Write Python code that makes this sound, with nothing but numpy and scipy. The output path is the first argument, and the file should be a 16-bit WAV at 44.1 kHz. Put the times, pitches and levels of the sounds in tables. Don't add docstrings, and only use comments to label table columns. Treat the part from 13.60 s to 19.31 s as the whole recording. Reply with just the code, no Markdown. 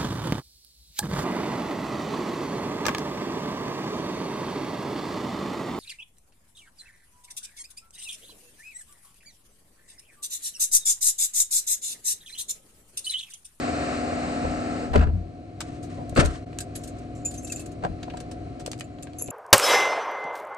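import sys
import numpy as np
from scipy import signal
from scipy.fft import rfft, irfft, next_fast_len
from scipy.io import wavfile

SR = 44100
rng = np.random.default_rng(int(sys.argv[2]) if len(sys.argv) > 2 else 0)


def dump_mix(stems):
    frames = np.atleast_2d(stems).T
    limited = np.clip(frames, -1, 1)
    pcm = np.round(limited * 32767).astype(np.int16)
    wavfile.write(sys.argv[1], SR, pcm)


N = 251811
TIME_S = np.arange(N) / SR


def amp(db):
    return 10 ** (np.asarray(db) / 20)


def unit(x):
    return x / np.sqrt(np.mean(x ** 2) + 1e-20)


def level_curve(rows, before=-200):
    seconds, db = np.transpose(rows)
    return amp(np.interp(TIME_S, seconds, db, left=before, right=-200))


def at_hz(points, hz):
    point_hz, values = np.transpose(points)
    return np.interp(np.log(hz + 1), np.log(point_hz), values)


def colour(x, points):
    size = next_fast_len(x.shape[-1] + 8192)
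    size += size % 2
    log_gain = at_hz(points, np.arange(size // 2 + 1) * SR / size) * np.log(10) / 20
    cepstrum = irfft(log_gain, size)
    cepstrum[1:size // 2] *= 2
    cepstrum[size // 2 + 1:] = 0
    return irfft(rfft(x, size) * np.exp(rfft(cepstrum)), size)[..., :x.shape[-1]]


def resonate(x, hz, q):
    return signal.lfilter(*signal.iirpeak(hz, q, fs=SR), x)


def drift(rate):
    knots = rng.standard_normal(int(N / SR * rate) + 2)
    return np.interp(np.arange(N) * rate / SR, np.arange(len(knots)), knots)


def add(out, s, sound):
    i = int(s * SR)
    out[..., i:i + sound.shape[-1]] += sound[..., :max(N - i, 0)]


def pan(db):
    return amp([[db / 2], [-db / 2]])


def fading(t60, swell=.0005):
    t60 = max(t60, .005)
    t = np.arange(int(SR * t60 * 1.2)) / SR
    shape = (1 - np.exp(-t / max(swell, 1e-4))) * amp(-60 * t / t60)
    return shape / shape.max()


TRIM_HZ = (1330, 1620, 2650, 4250, 4700, 6500, 7500, 8300, 10800)
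TRIM_Q, TRIM_SCATTER_DB = 10, 4


def trim(x, db=-4):
    peaks = sum(amp(rng.normal(0, TRIM_SCATTER_DB)) * resonate(x, hz, TRIM_Q) for hz in TRIM_HZ)
    return unit(unit(x) * amp(-6) + amp(db) * unit(peaks))


# start in seconds, boom pitch in Hz, boom level in dB,
# knock pitch in Hz, knock level in dB, clatter level in dB, t60 of the knock in seconds.
BLOWS = [(0.849, 84, -29, 598, -25, -37, 0.026), (1.313, 58, -26.5, 298, -57, -47, 0.11),
         (1.331, 81.7, -30, 830, -30.5, -36, 0.13), (1.349, 78.5, -45, 705, -30.5, -33, 0.028),
         (1.356, 79.1, -16.5, 434, -15, -30.5, 0.046), (1.372, 78.9, -9.5, 234, -26, -37.5, 0.21),
         (1.388, 77.8, -16, 428, -41, -38.5, 0.089), (1.409, 75, -41, 795, -34, -39.5, 0.11),
         (1.425, 75.1, -22, 794, -41.5, -43, 0.21), (1.468, 74.9, -16.5, 291, -35.5, -54, 0.11),
         (1.535, 88, -20, 250, -58, -74, 0.053), (2.378, 110, -54, 630, -37.5, -66, 0.24),
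         (2.524, 153, -30, 594, -39, -50, 0.025), (2.56, 117, -29, 516, -29.5, -27, 0.25),
         (2.571, 147, -23, 310, -23, -27.5, 0.16), (2.589, 129.5, -10, 292, -26, -40, 0.044),
         (2.611, 74, -22, 570, -27.5, -52, 0.16), (2.645, 64.4, -18, 325, -37.5, -46.5, 0.32),
         (4.222, 115, -56, 700, -42, -55, 0.071), (4.235, 119, -38.5, 770, -31.5, -37.5, 0.074),
         (4.247, 157, -31.5, 750, -32.5, -41, 0.058), (4.263, 157, -36.5, 590, -45, -49, 0.036),
         (4.294, 90, -31, 201, -43, -75, 0.12), (4.477, 130, -49.5, 670, -39.5, -57, 0.057),
         (4.536, 132, -46, 780, -39, -48.5, 0.074), (5.076, 133, -51, 560, -35.5, -46, 0.03),
         (5.613, 106, -53, 570, -40, -52, 0.047), (5.683, 133, -42, 607, -37, -62, 0.064)]
# multiple of the boom pitch, level in dB.
BOOM_PARTIALS = [(1.0, 1), (.58, -2.5), (2.0, -10)]
# boom pitch in Hz, t60 in seconds.
BOOM_T60 = [(60, 0.17), (85, 0.39), (130, 0.045)]
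# frequency in Hz, level in dB per Hz.
KNOCK_COLOUR = [(71, -48.5), (120, -1), (269, -0.5), (333, -8), (431, -4), (625, -10.5), (705, -9),
                (849, -14.5), (1010, -7), (1100, -53), (2420, -120)]
# frequency in Hz, level in dB per Hz.
CLATTER_COLOUR = [(470, -16), (800, -3.5), (847, -2), (1360, 6), (3000, -7.5), (4650, -14), (5990, -18.5),
                  (7800, -18), (8950, -22.5), (11700, -80.5)]
BOOM_SWELL_CYCLES = 0.32
KNOCK_Q, KNOCK_BROAD_DB = 2.5, -4
CLATTER_LASTS = 1.14
CLATTER_SPLIT_HZ = 2200


def blows():
    boom, knock, clatter = np.zeros(N), np.zeros((2, N)), np.zeros((2, N))
    white = rng.standard_normal((4, N))
    broad = unit(colour(white[:2], KNOCK_COLOUR))
    rattle = unit(colour(white[2:], CLATTER_COLOUR))
    for s, hz, boom_db, knock_hz, knock_db, clatter_db, t60 in BLOWS:
        i = int(s * SR)
        shape = fading(at_hz(BOOM_T60, hz), swell=BOOM_SWELL_CYCLES / hz)
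        t = np.arange(len(shape)) / SR
        partials = sum(amp(db) * np.sin(2 * np.pi * k * hz * t) for k, db in BOOM_PARTIALS)
        add(boom, s, amp(boom_db) * shape * partials)

        shape = fading(t60, swell=0.0051)
        noise = broad[:, i:i + len(shape)]
        panel = unit(resonate(noise, knock_hz, KNOCK_Q))
        sound = panel + amp(KNOCK_BROAD_DB) * noise
        add(knock, s, amp(knock_db) * sound * shape[:sound.shape[1]])

        shape = fading(t60 * CLATTER_LASTS, swell=0.0025)
        sound = trim(rattle[:, i:i + len(shape)], db=-9)
        shape = shape[:sound.shape[1]]
        dull = signal.lfilter(*signal.butter(1, CLATTER_SPLIT_HZ, fs=SR), sound)
        bright = sound - dull
        add(clatter, s, amp(clatter_db) * shape * (dull + shape * bright))
    knock *= amp(1.53 * drift(90))
    clatter *= amp(3 * drift(220))
    return boom * [[1], [2.5]] + knock + clatter


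# start in seconds, long keys in dB, share of the second long key from 0 to 1,
# small key in dB, ring in dB, t60 in seconds.
CHINKS = [(3.155, -62, 0.9, -63, -41, 0.034), (3.649, -24, 0.01, -42, -44, 0.098),
          (3.738, -46, 0.05, -54, -48, 0.072), (3.775, -52, 0.3, -44, -50, 0.077),
          (3.83, -53, 0.98, -60, -47, 0.11), (3.845, -45, 0.85, -56, -55, 0.054),
          (3.898, -44, .9, -59, -52, 0.023), (3.92, -28.5, 0, -41, -58, 0.024),
          (3.96, -32.5, 0.3, -54, -60, 0.026), (3.995, -38, 0.8, -53, -49, 0.0085),
          (4.014, -46.5, 0.8, -56, -53, 0.02), (4.058, -49, .3, -53, -53, 0.028),
          (3.872, -55, .9, -52, -46, 0.043), (5.24, -50.5, .5, -70, -67, .02),
          (5.258, -63, .5, -72, -74, 0.012), (5.429, -44, 1, -68, -57, 0.019),
          (5.584, -40, 0.15, -38, -30, 0.11), (5.591, -43, .2, -46, -29, 0.033),
          (5.615, -42, 0.3, -60, -35, 0.017), (5.622, -25, 0, -51, -21, 0.0083),
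          (5.641, -40.5, 0.1, -55, -34, 0.031), (5.659, -41, 0.14, -48, -46, 0.038),
          (5.703, -38.5, 0.3, -47, -31.5, 0.037)]
# piece (0 and 1 long keys, 2 small key, 3 ring), pitch in Hz.
KEY_MODES = [(0, 7118), (0, 2485), (0, 11610), (1, 7205), (1, 2640), (1, 7500), (2, 6320), (1, 11640),
             (3, 11184), (3, 11212), (0, 6930)]
# level in dB, share of the touch's t60,
# further t60 of its own in seconds.
KEY_RINGS = [(3, .95, .001), (-24, .8, .01), (-27, .9, .015), (7, .88, .001), (-8, .6, .03), (-8, .4, .005),
             (-1, .47, .021), (-14, .6, .015), (-1, .5, .026), (-14, 1, .097), (-14, .4, .01)]
KEY_SWELL_SHARE = 0.14
CHINK_LEAN_DB, CHINK_SCATTER_DB = 1, 1.5
KEY_LAG_S = 2.2e-5
STRAY_DB, STRAY_T60_S, STRAY_HZ = -13, .014, (6200, 9000)
KEY_JOSTLE_DB = 4


def keys():
    out = np.zeros((2, N))
    for s, long_db, second, small_db, ring_db, t60 in CHINKS:
        first_gain, second_gain = amp(long_db) * np.sqrt([1 - second, second])
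        gains = [first_gain, second_gain, amp(small_db), amp(ring_db)]
        sides = pan(rng.normal(CHINK_LEAN_DB, CHINK_SCATTER_DB))
        modes = []
        for (piece, hz), (db, share, own) in zip(KEY_MODES, KEY_RINGS):
            scatter_db = 1.5 if db > -2 else 4
            modes.append((hz, gains[piece] * amp(db + rng.normal(0, scatter_db)), t60 * share + own, 0))
        for _ in range(6):
            gain = amp(rng.normal(long_db + STRAY_DB, 4))
            lasts = min(t60, STRAY_T60_S) * rng.uniform(.4, 1.2)
            modes.append((rng.uniform(*STRAY_HZ), gain, lasts, rng.uniform(0, .012)))
        for hz, gain, lasts, late in modes:
            shape = fading(lasts, KEY_SWELL_SHARE * min(t60, lasts))
            t = np.arange(len(shape)) / SR + KEY_LAG_S / 2 * np.array([[1], [-1]])
            tone = np.sin(2 * np.pi * hz * t + rng.uniform(0, 2 * np.pi))
            add(out, s + late, gain * sides * shape * tone)
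    return out * amp(KEY_JOSTLE_DB * drift(180))


# time in seconds, level in dB.
CHATTER = [
    [(3.15, -58), (3.3, -58), (3.34, -95)],
    [(3.55, -58), (3.65, -69), (3.8, -54), (3.93, -49), (4.04, -68), (4.13, -74)],
    [(5.05, -65), (5.3, -80), (5.55, -73), (5.62, -51), (5.71, -68)],
]


def chatter(per_s, t60):
    hit = rng.random(N) < per_s / SR
    strength = amp(1.1 * np.minimum(rng.exponential(1, N), 4))
    taps = hit * strength * rng.choice([-1, 1], N)
    dealt = rng.integers(0, 16, N)
    out = np.zeros((2, N))
    r = amp(-60 / (t60 * SR))
    for k, hz in enumerate(np.geomspace(5200, 11800, 16)):
        poles = [1, -2 * r * np.cos(2 * np.pi * hz / SR), r * r]
        ring = signal.lfilter([1], poles, taps * (dealt == k) + 1e-18)
        mode_db = at_hz([(5000, 2.5), (7300, 24), (9500, 5), (12000, -6)], hz)
        out += amp(mode_db) * pan(rng.normal(0, 2.6)) * ring
    return sum(level_curve(span) for span in CHATTER) * unit(out)


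# start in seconds, level in dB,
# brightest pitch in Hz, t60 in seconds.
CLICKS = [(1.337, -39, 1490, 0.023), (1.359, -35.5, 3000, 0.031), (1.392, -51, 2430, .03),
          (2.004, -36, 5540, 0.037), (2.013, -43.5, 4380, 0.02), (2.226, -55, 6700, 0.11),
          (2.494, -49, 7650, 0.016), (2.551, -50, 7200, .03), (2.591, -51, 7500, 0.049),
          (2.649, -38.5, 6440, 0.022), (2.568, -37.5, 8500, 0.0094), (2.658, -35.5, 6060, 0.02),
          (2.929, -53, 2820, 0.018), (2.987, -29.5, 6750, 0.0058), (3.003, -38.5, 7860, 0.054),
          (3.152, -42.5, 7100, 0.07), (3.234, -48.5, 7150, 0.069), (3.274, -50, 8000, 0.058),
          (3.384, -61, 7560, .04), (3.551, -64, 7400, .08), (3.648, -51, 8000, 0.15),
          (3.708, -52.5, 7500, 0.083), (3.737, -53, 7400, 0.11), (3.87, -48.5, 6850, 0.07),
          (3.898, -50, 7450, .024), (3.92, -37.5, 8500, 0.048), (3.962, -53, 7200, 0.17),
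          (3.997, -51, 9500, 0.084), (4.059, -51, 7540, 0.038), (4.115, -59.5, 7000, 0.057),
          (4.237, -56, 4300, 0.033), (4.429, -44, 4000, 0.031), (4.499, -48, 3200, 0.036),
          (4.57, -48.5, 4900, 0.032), (4.602, -45.5, 5800, 0.03), (4.712, -49, 5700, 0.044),
          (4.995, -52, 5500, 0.072), (5.0617, -34, 5900, 0.011), (5.068, -52, 4500, .02),
          (5.076, -51, 7500, 0.01), (5.1153, -36.5, 6100, 0.012), (5.132, -39.5, 4900, 0.0067),
          (5.178, -57, 6500, .01), (5.188, -54, 5760, 0.035), (5.197, -46, 7060, 0.0092),
          (5.208, -37, 3200, 0.013), (5.2077, -39.5, 7200, 0.0045), (5.385, -53.5, 2820, 0.013),
          (5.425, -47, 8200, 0.018), (5.431, -44.5, 8500, 0.0091), (5.47, -50.5, 2820, 0.016),
          (5.533, -54, 4170, 0.01), (5.592, -49, 10100, 0.042), (5.676, -45, 8000, 0.0086),
          (5.684, -45.5, 2470, 0.0047)]
# frequency in Hz, level in dB per Hz.
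CLICK_COLOUR = [(880, -21), (1500, 18), (4940, 2.5), (5610, 1.5), (8890, 4.5), (10500, -5), (12200, 1),
                (14000, -101)]
# brightest pitch of the click in Hz, tick over click in dB.
TICK = [(2500, -0.5), (5500, 2), (8000, -43)]
CLICK_RING_DB, CLICK_RING_Q = -3, 4
CLICK_LEAN_DB = 0.5


def clicks():
    out = np.zeros((2, N))
    bright, other = unit(colour(rng.standard_normal((2, N)), CLICK_COLOUR))
    tick_band = signal.butter(2, [600, 1900], "band", fs=SR, output="sos")
    dull = unit(signal.sosfilt(tick_band, rng.standard_normal(N)))
    for s, db, hz, t60 in CLICKS:
        shape = fading(t60, swell=max(.0015, .06 * t60))
        i = int(s * SR)
        part = slice(i, i + len(shape))
        band = signal.butter(2, [hz / 1.8, min(hz * 1.83, .45 * SR)], "band", fs=SR)
        burst = trim(signal.lfilter(*band, bright[part]) + 0.32 * bright[part])
        burst = burst + amp(CLICK_RING_DB) * unit(resonate(bright[part], hz, CLICK_RING_Q))
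        sides = 1.1 * unit(signal.lfilter(*band, other[part])) * [[1], [-1]]
        tick = amp(db + at_hz(TICK, hz)) * dull[part]
        sound = amp(db) * (burst + sides) + tick
        add(out, s, pan(CLICK_LEAN_DB) * sound * shape[:len(burst)])
    return out


# time in seconds, level in dB.
RUSTLE = [
    [(1.99, -78), (2.05, -52.5), (2.2, -63), (2.4, -57), (2.54, -65.5), (2.6, -29.5), (2.67, -44.5),
     (2.7, -46), (2.76, -44.5), (2.85, -72.5)],
    [(2.92, -67), (3.02, -72), (3.1, -62), (3.25, -67), (3.4, -59), (3.62, -105)],
    [(4.2, -77), (4.26, -95), (4.4, -86), (4.55, -66), (4.8, -77)],
]
# frequency in Hz, level in dB per Hz.
CLOTH_COLOUR = [(530, -32), (900, 3), (1350, 0.5), (3440, -9), (7030, -10.5), (8680, -10.5), (10000, -28),
                (13000, -42)]


def cloth():
    grains = rng.standard_normal((2, N)) * amp(2.5 * drift(200) + 3 * drift(35))
    return sum(level_curve(span) for span in RUSTLE) * unit(colour(grains, CLOTH_COLOUR))


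# time in seconds, engine cycles per second.
ENGINE_SPEED = [(0, 20.47), (2.9, 20.49), (4.2, 20.52), (4.6, 20.6), (5.71, 20.64)]
HARMONICS = (3, 5, 6, 7, 8, 12, 13, 14, 15, 16, 19, 23, 30, 32, 33, 34, 35, 42, 64, 65)
# door open in dB, door shut in dB.
TONE_LEVELS = [(-28, -16.5), (-23, -12.5), (-28, -15.5), (-21.5, -19), (-21.5, -16), (-6, -13.5),
               (-14.5, -17.5), (-12, -13.5), (-11, -15.5), (-33, -15), (-19, -21), (-20, -31.5),
               (-15.5, -40), (-21.5, -29), (-15, -30), (-25, -23.5), (-16.5, -15), (-17.5, -50),
               (-22, -37.5), (-23, -42)]


def engine_tones(spread, waver_db):
    cycles = np.cumsum(np.interp(TIME_S, *np.transpose(ENGINE_SPEED))) / SR + 0.003 * drift(4.48)
    out = np.zeros((2, N))
    for k, (open_db, shut_db) in zip(HARMONICS, TONE_LEVELS):
        phase = spread * rng.standard_normal()
        tone = np.cos(2 * np.pi * k * cycles + phase) * amp(waver_db * drift(4.1))
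        out += np.sqrt(2) * amp([[open_db], [shut_db]]) * tone
    return out


def drone(hum_gain, hiss_gain, hum, hiss, tones, noise_db):
    white = rng.standard_normal((4, N))
    low = amp(noise_db) * unit(colour(white[:2], hum)) + tones * [[1], [0]]
    high = unit(colour(white[2:], hiss)) * amp(0.79 * drift(14))
    return hum_gain * low + hiss_gain * high


# frequency in Hz, level in dB per Hz.
SHUT_HUM = [(15, -61), (25, -8.5), (46, -8), (91, 0), (217, -11.5), (297, -5), (432, -15), (472, -12.5),
            (628, -13), (730, -12), (763, -16.5), (900, -32.5), (1170, -91)]
SHUT_HISS = [(520, -27), (880, -55), (946, 3), (1210, 0.5), (1840, -5), (2260, -2.5), (3570, -13),
             (4170, -5.5), (4870, -13.5), (9370, -18), (10500, -91), (13600, -100)]
# frequency in Hz, level in dB per Hz.
OPEN_HUM = [(15, -65), (25, -24), (86, 0), (124, -23.5), (207, -5.5), (249, -9), (359, -11), (431, -11.5),
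            (549, -6), (649, -18.5), (701, -3), (950, -22), (1240, -46.5), (2090, -120)]
OPEN_HISS = [(550, -49.5), (930, -4), (1310, -2.5), (1820, -6.5), (2270, -8), (2730, -10.5), (3370, -21),
             (4170, -12.5), (5950, -20.5), (8320, -15.5), (10500, -54.5), (13600, -57)]
# time in seconds, level in dB.
BODY_HUM = [(1.6, -38.5), (1.95, -39.5), (2.05, -35), (2.5, -34), (2.85, -35.5), (4.1, -35), (4.9, -34.5),
            (5.25, -38), (5.71, -37.5)]
# time in seconds, level in dB.
DOOR = [(0, 0.5), (.7, -1), (1.1, -1.5), (1.25, -3), (1.335, -8.5)]
SHUT_HISS_DB = -24
OPEN_HUM_DB, OPEN_HISS_DB = -29, -39
HUM_FOLLOWS, HISS_FOLLOWS = 1, 2.05


def engine_outside():
    open_tones, shut_tones = engine_tones(spread=0.86, waver_db=1.5)
    hum, gap = level_curve(BODY_HUM, before=None), level_curve(DOOR)
    through_body = drone(hum, hum * amp(SHUT_HISS_DB), SHUT_HUM, SHUT_HISS, shut_tones, noise_db=-5.5)
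    hum_in = amp(OPEN_HUM_DB) * gap ** HUM_FOLLOWS
    hiss_in = amp(OPEN_HISS_DB) * gap ** HISS_FOLLOWS
    through_door = drone(hum_in, hiss_in, OPEN_HUM, OPEN_HISS, open_tones, noise_db=-3.5)
    return through_body + through_door


CABIN_T60_S, CABIN_DB = 0.092, -9


def cabin(x):
    length = int(CABIN_T60_S * SR)
    tail = rng.standard_normal((2, length)) * fading(CABIN_T60_S, swell=0.0011)[:length]
    tail = signal.sosfilt(signal.butter(4, 10500, fs=SR, output="sos"), tail)
    tail /= np.sqrt(np.sum(tail ** 2, axis=1, keepdims=True))
    return x + amp(CABIN_DB) * signal.fftconvolve(x, tail, axes=1)[:, :N]


# frequency in Hz, level in dB.
WIDTH = [(30, -1), (60, -28), (120, -22.5), (230, -6), (440, -5.5), (870, 1), (1690, 1), (3300, 0),
         (6430, -4), (12500, 0)]
# frequency in Hz, level in dB.
LEAN = [(60, -0.5), (170, 3.5), (510, 1.5), (1480, 1.5), (4310, 2.5), (12500, -1.5)]
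NOTCH_HZ, NOTCH_WIDTH_HZ, NOTCH_DB = 909, 97, -11


def wide(mid, other, tied=0.52):
    size = next_fast_len(N, real=True)
    hz = np.arange(size // 2 + 1) * SR / size
    mid, other = rfft(mid, size), rfft(other, size)
    side = (tied * -1j * mid + np.sqrt(1 - tied ** 2) * other) * amp(at_hz(WIDTH, hz))
    mid = mid * amp(NOTCH_DB * np.exp(-((hz - NOTCH_HZ) / NOTCH_WIDTH_HZ) ** 2))
    lean = amp(at_hz(LEAN, hz) / 2)
    return irfft(np.array([(mid + side) * lean, (mid - side) / lean]), size)[:, :N]


DIP_S, DIP_WIDTH_S, DIP_DB = 2.855, .007, -14


def scene():
    dip = amp(DIP_DB * np.exp(-((TIME_S - DIP_S) / DIP_WIDTH_S) ** 2))
    mid, other = engine_outside() + blows() + cloth()
    small_sounds = clicks() + keys() + chatter(per_s=1600, t60=0.032)
    return dip * wide(mid, other) + cabin(small_sounds)


CUTOFF_HZ = 13100


def record(dry):
    return signal.sosfilt(signal.ellip(10, .5, 80, CUTOFF_HZ, fs=SR, output="sos"), dry)


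dry = scene()
out = record(dry)
dump_mix(out)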